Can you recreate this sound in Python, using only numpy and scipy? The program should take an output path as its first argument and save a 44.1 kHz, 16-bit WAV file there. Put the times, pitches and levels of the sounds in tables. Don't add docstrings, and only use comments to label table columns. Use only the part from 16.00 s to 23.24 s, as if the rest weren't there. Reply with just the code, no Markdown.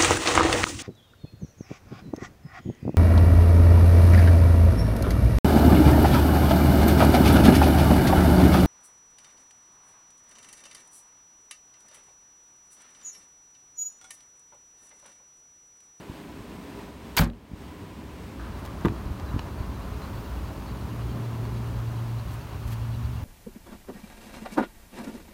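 import sys
import numpy as np
from scipy import signal
from scipy.fft import rfft, irfft, next_fast_len
from scipy.io import wavfile
from scipy.ndimage import uniform_filter1d, minimum_filter1d

SR = 44100
rng = np.random.default_rng(int(sys.argv[2]) if len(sys.argv) > 2 else 0)


def transcribe(signal):
    frames = np.atleast_2d(signal).T
    limited = np.clip(frames, -1, 1)
    pcm = np.round(limited * 32767).astype(np.int16)
    wavfile.write(sys.argv[1], SR, pcm)


N = 319284

# (frequency [Hz], relative spectrum level [dB])
RUMBLE_COLOUR = [(25, -8), (40, -13.5), (58, 2), (80, -2), (115, -4), (165, -16.5), (260, -30)]
GRILLE_COLOUR = [(25, -36), (70, -1), (110, -16.5), (150, 0), (300, 0), (400, -9), (480, -9.5),
                 (820, -13.5), (980, -11), (1250, -17.5), (2600, -21), (5000, -29.5), (10000, -36.5),
                 (16000, -36.5)]
DRONE_COLOUR = [(120, -6), (180, 3), (240, -1), (320, -4), (420, -6), (500, -16), (900, -28)]
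FAN_COLOUR = [(250, -7), (460, -6), (570, 2), (750, 0), (1000, 3), (1500, -5), (2100, -12), (3000, -17.5),
              (5000, -22)]
HISS_COLOUR = [(1200, 1), (2500, 6.5), (4500, 0.5), (5300, -0.5), (6800, -1.5), (7800, -5), (9500, -2),
               (10700, -6.5), (12500, -2), (16000, -5)]
TICK_COLOUR = [(900, 9.5), (1600, 4), (3500, -7), (6500, -10.5), (10000, -16), (16000, -14)]
RUSTLE_COLOUR = [(1500, 5), (4000, -1), (8000, -5), (13000, -2), (16000, -8)]
SCUFF_COLOUR = [(850, -15), (1150, 1), (1550, 1), (1850, -4), (2100, -24), (4000, -17.5)]
CLICK_COLOUR = [(300, -7), (700, -8), (1050, 13), (1900, -8), (3000, -12), (4200, -25), (6000, -30),
                (11000, -26.5), (16000, -24)]
SETTLE_COLOUR = [(1200, 0), (2500, 5), (3900, 8), (5500, -12), (8000, -15), (15000, -18)]
SHEET_COLOUR = [(100, 13.5), (200, 10), (600, 1), (900, 3), (1500, 1.5), (2300, -4), (4600, -6),
                (5300, -8.5), (7000, -9), (10500, -11), (12000, -6), (16000, -7)]

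# (frequency [Hz], t60 [s])
CLICK_DECAY = [(400, 0.054), (1500, 0.029), (5000, 0.034), (15000, 0.014)]
SHEET_DECAY = [(200, 0.32), (900, 0.15), (3000, 0.12), (7000, 0.064), (15000, 0.07)]

# (frequency [Hz], relative level [dB], t60 [s])
STAY_MODES = [(970, 0.5, 0.034), (1230, -2, 0.016), (1750, -7, 0.02), (2530, -10, .012), (2900, -3, 0.014),
              (4016, -18, 0.04), (4430, -20, .025), (5700, -24, .02)]
SEAL_MODES = [(79, -3, 0.046), (124, 2, 0.027), (250, 0, 0.028)]
DOOR_MODES = [(106, -7, 0.086), (199, 2, 0.038), (237, -5.5, 0.056), (282, -1.5, 0.093), (335, -4, 0.15),
              (403, -8, 0.088)]
CATCH_MODES = [(1027, -2, 0.036), (1230, -0.5, 0.025), (1440, -10, 0.016), (1970, -13, 0.027),
               (2530, -20, 0.022), (3500, -22, 0.035)]
SPRING_MODES = [(2290, -7, 0.08), (2390, -18, .08), (4340, -12, 0.049), (4580, -4, 0.029),
                (4640, -2, 0.023)]
HOOD_MODES = [(49.7, 1, 0.18), (96, -0.5, 0.13), (133, -13, .1), (165.5, 5, 0.12), (208.6, -8, 0.15),
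              (234, -8.5, 0.25), (257, -12, 0.2), (323, -27, 0.13), (370, -22.5, 0.2), (422, -23, 0.18),
              (540, -12.5, 0.16), (579, -11, 0.13)]
LATCH_MODES = [(974, -16, 0.09), (990, -22, .09), (1152, -21, 0.13), (1180, -26, .11), (1330, -26, 0.087),
               (1590, -33, 0.079), (1660, -28, 0.1), (2090, -27, 0.11), (2760, -36, 0.14), (3400, -34, .1),
               (3877, -25, .06), (5280, -29, 0.045)]

# (time [s], level [dB])
RUMBLE_LEVEL = [(0, -52.5), (2.25, -44.5), (2.5, -37.5), (3.7, -36), (4.6, -36.5), (5.2, -36.5), (6, -37),
                (7.2, -32.5)]
# (centre [s], width [s], level [dB])
WHINE_SWELLS = [(4.5, 1.1, -73.0), (4.22, .13, -66.5)]
# (start [s], length [s], level before growth [dB])
HUM_SWELLS = [(4.748, 1.42, -34.5), (6.537, 0.54, -32)]
# (time [s], pitch [Hz], level [dB])
SQUEAKS = [(3.289, 3970, -57), (3.594, 4470, -63), (3.819, 4030, -64), (4.036, 4048, -56),
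           (4.677, 4430, -60), (5.098, 3150, -57), (6.196, 4069, -60), (6.947, 4000, -58),
           (7.049, 4500, -62)]
# (centre [Hz], rate of random amplitude steps [1/s], relative level [dB])
CHIRP_BANDS = [(2800, 300, 2.5), (3280, 260, -3), (4020, 270, 0.5), (4520, 320, 1.5)]
# (frequency [Hz], width of one filter pass [Hz], relative level [dB])
WHISTLES = [(405.5, 13, -11.5), (990, 42, -18), (8340, 400, -30)]
# (frequency [Hz], level [dB])
TONES = [(59.2, -41.5), (290, -54), (425, -59), (545, -61)]
# (time [s], level [dB], top edge [Hz])
TICKS = [(2.399, -39, 2000), (2.592, -40.5, 9000), (2.6518, -33, 18000), (2.661, -33, 18000),
         (2.676, -34, 3000), (2.810, -36, 7000), (2.8487, -20, 2600), (2.8515, -24, 4000),
         (2.855, -26.5, 17000), (2.884, -28, 4500), (3.198, -37, 9000), (4.02, -38, 7000),
         (5.453, -36, 9000)]
# (time [s], level [dB])
STAY_CLINKS = [(3.3902, -42), (3.3927, -26.5), (3.3942, -44)]
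# (time [s], level [dB])
RUSTLES = [(2.587, -58), (2.657, -53), (6.315, -55), (6.34, -52), (6.68, -49), (6.708, -52), (6.731, -46)]
# (time [s], level [dB])
SCUFFS = [(2.395, -46), (2.455, -53), (2.56, -60), (2.79, -54), (3.26, -49)]
# (time [s], level [dB], contact time [s])
KNOCKS = [(.096, -29, 0.0033), (.403, -32, 0.0034), (1.515, -32, 0.0027), (1.533, -23.5, 0.0038),
          (2.8492, -14, 0.00077), (2.855, -15, 0.0015), (2.8683, -18, 0.0012), (2.897, -28, 0.0028),
          (2.9045, -20, 0.0046), (2.9205, -27, 0.0021)]
# (time [s], level [dB], contact time [s])
THUMPS = [(3.056, -18.5, 0.0068), (3.105, -19, 0.0053), (3.3403, -17, 0.0035), (3.3475, -16, 0.007),
          (3.3621, -16.5, 0.0016), (3.601, -19, 0.0055)]
# (time [s], level [dB])
CLICKS = [(2.8555, -17.5), (2.860, -32), (2.873, -36)]
# (time [s], level [dB], low edge [Hz], high edge [Hz])
HOOD_CLASHES = [(1.167, -12.5, 2600, 15000), (1.1733, -2.5, 740, 4500), (1.1819, 1.5, 2200, 16500),
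                (1.1926, 6, 447, 4000), (1.1962, 4.5, 9000, 19000)]
# (time [s], level [dB], contact time [s])
HOOD_BLOWS = [(1.171, -23.5, 0.0027), (1.196, 9.5, 0.0016), (1.2085, 2, 0.0047), (1.2245, -15, 0.0055),
              (1.2507, -15, 0.003), (1.2755, -35, .002), (1.315, -27, .003)]
# (time [s], level [dB])
RATTLES = [(1.2095, -6), (1.217, -14), (1.2355, -15), (1.256, -28), (1.275, -37)]
# (time [s], level [dB])
SETTLES = [(1.2985, -37), (1.2998, -32), (1.3345, -44)]

CROSSFADE_S, CROSSFADE_EASE_S = 2.51, 0.056
GRILLE_DB, SHUT_LOSS_DB = -42.5, 1
DRONE_DB, FAN_DB, HISS_DB = -41.5, -45.0, -56
OPEN_S, OPEN_EASE_S, OPEN_HISS_DB = 3.76, 0.17, 2
LULL_S, LULL_EASE_S = 6.16, 0.31
LULL_DRONE_DB, LULL_FAN_DB, LULL_TONES_DB = 4.5, 3, 22
DRONE_SWELL_S, DRONE_SWELL_WIDTH_S, DRONE_SWELL_DB = 5.26, 0.37, 3.5
HUM_HZ, HUM_ATTACK_S, HUM_GROWTH_DB_PER_S, HUM_RELEASE_DB_PER_S = 116, 0.19, 3, 44
WHINE_HZ = 14987
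CRANK_TURNS_PER_S = 9.292
BELT_FIRST_S, BELT_SHARE, BELT_DB = 2.39, 0.8, -9
SCUFF_T60_S, CATCH_DB = 0.68, -2
CUTOFF_HZ = 15900


def from_db(db):
    return 10 ** (np.asarray(db) / 20)


def rms_one(x):
    return x / np.sqrt(np.mean(x ** 2) + 1e-20)


def seconds():
    return np.arange(N) / SR


def ease(at_s, ease_s):
    return .5 + .5 * np.tanh((seconds() - at_s) / (2 * ease_s))


def bell(at_s, width_s):
    return np.exp(-((seconds() - at_s) / width_s) ** 2)


def at_hz(points, hz):
    known_hz, values = np.transpose(points)
    return np.interp(np.log(np.maximum(hz, 1)), np.log(known_hz), values)


def noise(colour):
    size = next_fast_len(N)
    hz = np.arange(size // 2 + 1) * SR / size + 1
    low_skirt = np.minimum(hz / colour[0][0], 1) ** 2
    high_skirt = np.minimum(colour[-1][0] / hz, 1) ** 2
    white = rfft(rng.standard_normal(size))
    shaped = white * from_db(at_hz(colour, hz)) * low_skirt * high_skirt
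    return rms_one(irfft(shaped, size)[:N])


def drift(per_s):
    knots = rng.standard_normal(4000)
    return rms_one(np.interp(seconds() * per_s, np.arange(len(knots)), knots))


def sine(hz):
    turns = np.cumsum(hz * np.ones(N)) / SR + rng.random()
    return np.sqrt(2) * np.sin(2 * np.pi * turns)


def impulses(rows):
    out = np.full(N, 1e-18)
    for s, level_db in rows:
        out[round(s * SR)] += from_db(level_db)
    return out


def pushes(rows):
    out = np.full(N, 1e-18)
    for s, level_db, contact_s in rows:
        shape = np.sin(np.linspace(0, np.pi, max(round(contact_s * SR), 3)))
        out[round(s * SR):][:len(shape)] += from_db(level_db) * shape / shape.sum()
    return out


def ring(clicks, modes):
    out = np.zeros(N)
    for hz, level_db, t60_s in modes:
        radius = from_db(-60 / (t60_s * SR))
        angle = 2 * np.pi * hz / SR
        poles = [1, -2 * radius * np.cos(angle), radius ** 2]
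        out += from_db(level_db) * signal.lfilter([0, np.sin(angle)], poles, clicks)
    return out


def dying(clicks, t60_s):
    energy_keep = np.exp(-2 * np.log(1000) / (t60_s * SR))
    return np.sqrt(signal.lfilter([1], [1, -energy_keep], clicks ** 2))


def dense_ring(clicks, colour, decay, chatter_db=0):
    rest, out = noise(colour), np.zeros(N)
    for hz in 250 * 2 ** np.arange(7):
        edge_hz = min(hz * np.sqrt(2), SR / 2 - 1)
        band = signal.sosfiltfilt(signal.butter(3, edge_hz, fs=SR, output="sos"), rest)
        rest = rest - band
        out += band * dying(clicks, at_hz(decay, hz)) * from_db(chatter_db * drift(200))
    return out


def between(x, low_hz, high_hz):
    return signal.sosfilt(signal.butter(1, [low_hz, high_hz], "band", fs=SR, output="sos"), x)


def dull(x, top_hz):
    return signal.sosfilt(signal.butter(2, top_hz, fs=SR, output="sos"), x)


def resonate(x, modes):
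    out = np.zeros(N)
    for hz, width_hz, level_db in modes:
        b, a = signal.iirpeak(hz, hz / width_hz, SR)
        once = signal.lfilter(b, a, x)
        out += from_db(level_db) * rms_one(signal.lfilter(b, a, once))
    return out


def whine(wander_hz=18.0):
    level = sum(from_db(level_db) * bell(s, width_s) for s, width_s, level_db in WHINE_SWELLS)
    return level * sine(WHINE_HZ + wander_hz * drift(120))


def hum(octave_db=-18.5, waver_db=2.5, wander_hz=0.84):
    level = np.zeros(N)
    for start_s, length_s, level_db in HUM_SWELLS:
        age_s = seconds() - start_s
        growth_db = HUM_GROWTH_DB_PER_S * np.clip(age_s, 0, length_s)
        release_db = HUM_RELEASE_DB_PER_S * np.maximum(age_s - length_s, 0)
        attack = np.clip(age_s / HUM_ATTACK_S, 0, 1)
        level += attack * from_db(level_db + growth_db - release_db)
    hz = HUM_HZ + wander_hz * drift(5)
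    octave = from_db(octave_db + waver_db * drift(3.6)) * sine(2 * hz)
    return level * (sine(hz) + octave)


def squeaks(width_s=0.018, wander_hz=40.3):
    waver_hz = wander_hz * drift(90)
    return sum(from_db(level_db) * bell(s, width_s) * sine(hz + waver_hz) for s, hz, level_db in SQUEAKS)


def belt(wander_hz=40.3, slip_turns=0.081):
    turns = (seconds() - BELT_FIRST_S) * CRANK_TURNS_PER_S + slip_turns * drift(8)
    rub = np.sin(np.pi * np.minimum(turns % 1 / BELT_SHARE, 1))
    chirps = sum(from_db(level_db) * drift(rate_per_s) * sine(hz + wander_hz * drift(14))
                 for hz, rate_per_s, level_db in CHIRP_BANDS)
    return from_db(BELT_DB) * rms_one(rub * chirps)


def engine_at_grille(flutter_db=0.9, whistle_loss_db=1.5):
    shut = seconds() > HOOD_BLOWS[1][0]
    whistles = from_db(-whistle_loss_db * shut) * resonate(rng.standard_normal(N), WHISTLES)
    level_db = GRILLE_DB - SHUT_LOSS_DB * shut + flutter_db * drift(15)
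    return from_db(level_db) * (noise(GRILLE_COLOUR) + whistles)


def engine_at_cab(flutter_db=0.88, waver_db=4.0):
    lull = ease(LULL_S, LULL_EASE_S)
    swell_db = DRONE_SWELL_DB * bell(DRONE_SWELL_S, DRONE_SWELL_WIDTH_S)
    drone = from_db(DRONE_DB + swell_db - LULL_DRONE_DB * lull) * noise(DRONE_COLOUR)
    fan = from_db(FAN_DB - LULL_FAN_DB * lull + flutter_db * drift(25)) * noise(FAN_COLOUR)
    hiss_db = HISS_DB + OPEN_HISS_DB * ease(OPEN_S, OPEN_EASE_S)
    hiss = from_db(hiss_db) * (noise(HISS_COLOUR) + belt())
    tones = sum(from_db(level_db + waver_db * drift(9.1)) * sine(hz + drift(6)) for hz, level_db in TONES)
    return drone + fan + hiss + from_db(-LULL_TONES_DB * lull) * tones


def engine(throb_db=1.4):
    at_cab = ease(CROSSFADE_S, CROSSFADE_EASE_S)
    rumble_db = np.interp(seconds(), *np.transpose(RUMBLE_LEVEL))
    rumble = from_db(rumble_db + throb_db * drift(17)) * noise(RUMBLE_COLOUR)
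    return np.sqrt(1 - at_cab) * engine_at_grille() + np.sqrt(at_cab) * engine_at_cab() + rumble


def ticks(tick_t60_s=0.012, stay_tick_db=-2.0, stay_top_hz=9000):
    grain, clinks = noise(TICK_COLOUR), impulses(STAY_CLINKS)
    light = sum(dull(grain * dying(impulses([(s, level_db)]), tick_t60_s), top_hz)
                for s, level_db, top_hz in TICKS)
    stay_tick = from_db(stay_tick_db) * dull(grain * dying(clinks, tick_t60_s), stay_top_hz)
    return light + stay_tick + ring(clinks, STAY_MODES)


def door(grip_db=1.0, rustle_width_s=0.013, click_db=-1.0):
    scuff = noise(SCUFF_COLOUR) * dying(impulses(SCUFFS), SCUFF_T60_S) * from_db(grip_db * drift(45))
    knocks = ring(pushes(KNOCKS), DOOR_MODES) + ring(pushes(THUMPS), SEAL_MODES)
    taps = impulses(CLICKS)
    clicks = from_db(click_db) * dense_ring(taps, CLICK_COLOUR, CLICK_DECAY)
    catch = from_db(CATCH_DB) * ring(taps, CATCH_MODES)
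    rustle_level = sum(from_db(level_db) * bell(s, rustle_width_s) for s, level_db in RUSTLES)
    return scuff + knocks + clicks + catch + noise(RUSTLE_COLOUR) * rustle_level


def steel(rows, sheet_db=-3.0):
    clicks = impulses(rows)
    sheet = dense_ring(clicks, SHEET_COLOUR, SHEET_DECAY, chatter_db=2.4)
    return from_db(sheet_db) * sheet + ring(clicks, LATCH_MODES)


def hood(panel_db=-3.0, settle_t60_s=0.014, rattle_top_hz=11000):
    clashes = sum(between(steel([(s, level_db)]), low_hz, high_hz)
                  for s, level_db, low_hz, high_hz in HOOD_CLASHES)
    spring = ring(impulses([(HOOD_CLASHES[2][0], 0)]), SPRING_MODES)
    settles = noise(SETTLE_COLOUR) * dying(impulses(SETTLES), settle_t60_s)
    rattles = dull(steel(RATTLES), rattle_top_hz)
    boom = from_db(panel_db) * ring(pushes(HOOD_BLOWS), HOOD_MODES)
    return clashes + spring + rattles + settles - boom


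def scene():
    return (whine() + hum() + squeaks() + engine() + ticks() + door() + hood())[None]


def limiter(x, ceiling_db, release_db_per_s):
    over_db = np.maximum(20 * np.log10(np.abs(x) + 1e-9) - ceiling_db, 0)
    climb_db = release_db_per_s * seconds()
    cut_db = np.maximum.accumulate(over_db + climb_db, axis=-1) - climb_db
    gain_db = uniform_filter1d(minimum_filter1d(-cut_db, size=65), size=65)
    return x * from_db(gain_db)


def record(dry):
    thinned = signal.sosfilt(signal.butter(3, 36, "high", fs=SR, output="sos"), dry)
    ducked = limiter(thinned, ceiling_db=-0.5, release_db_per_s=40.0)
    flat = limiter(ducked, ceiling_db=-9.7, release_db_per_s=900)
    return signal.sosfilt(signal.ellip(10, .1, 80, CUTOFF_HZ, fs=SR, output="sos"), flat)


dry = scene()
out = record(dry)
transcribe(out)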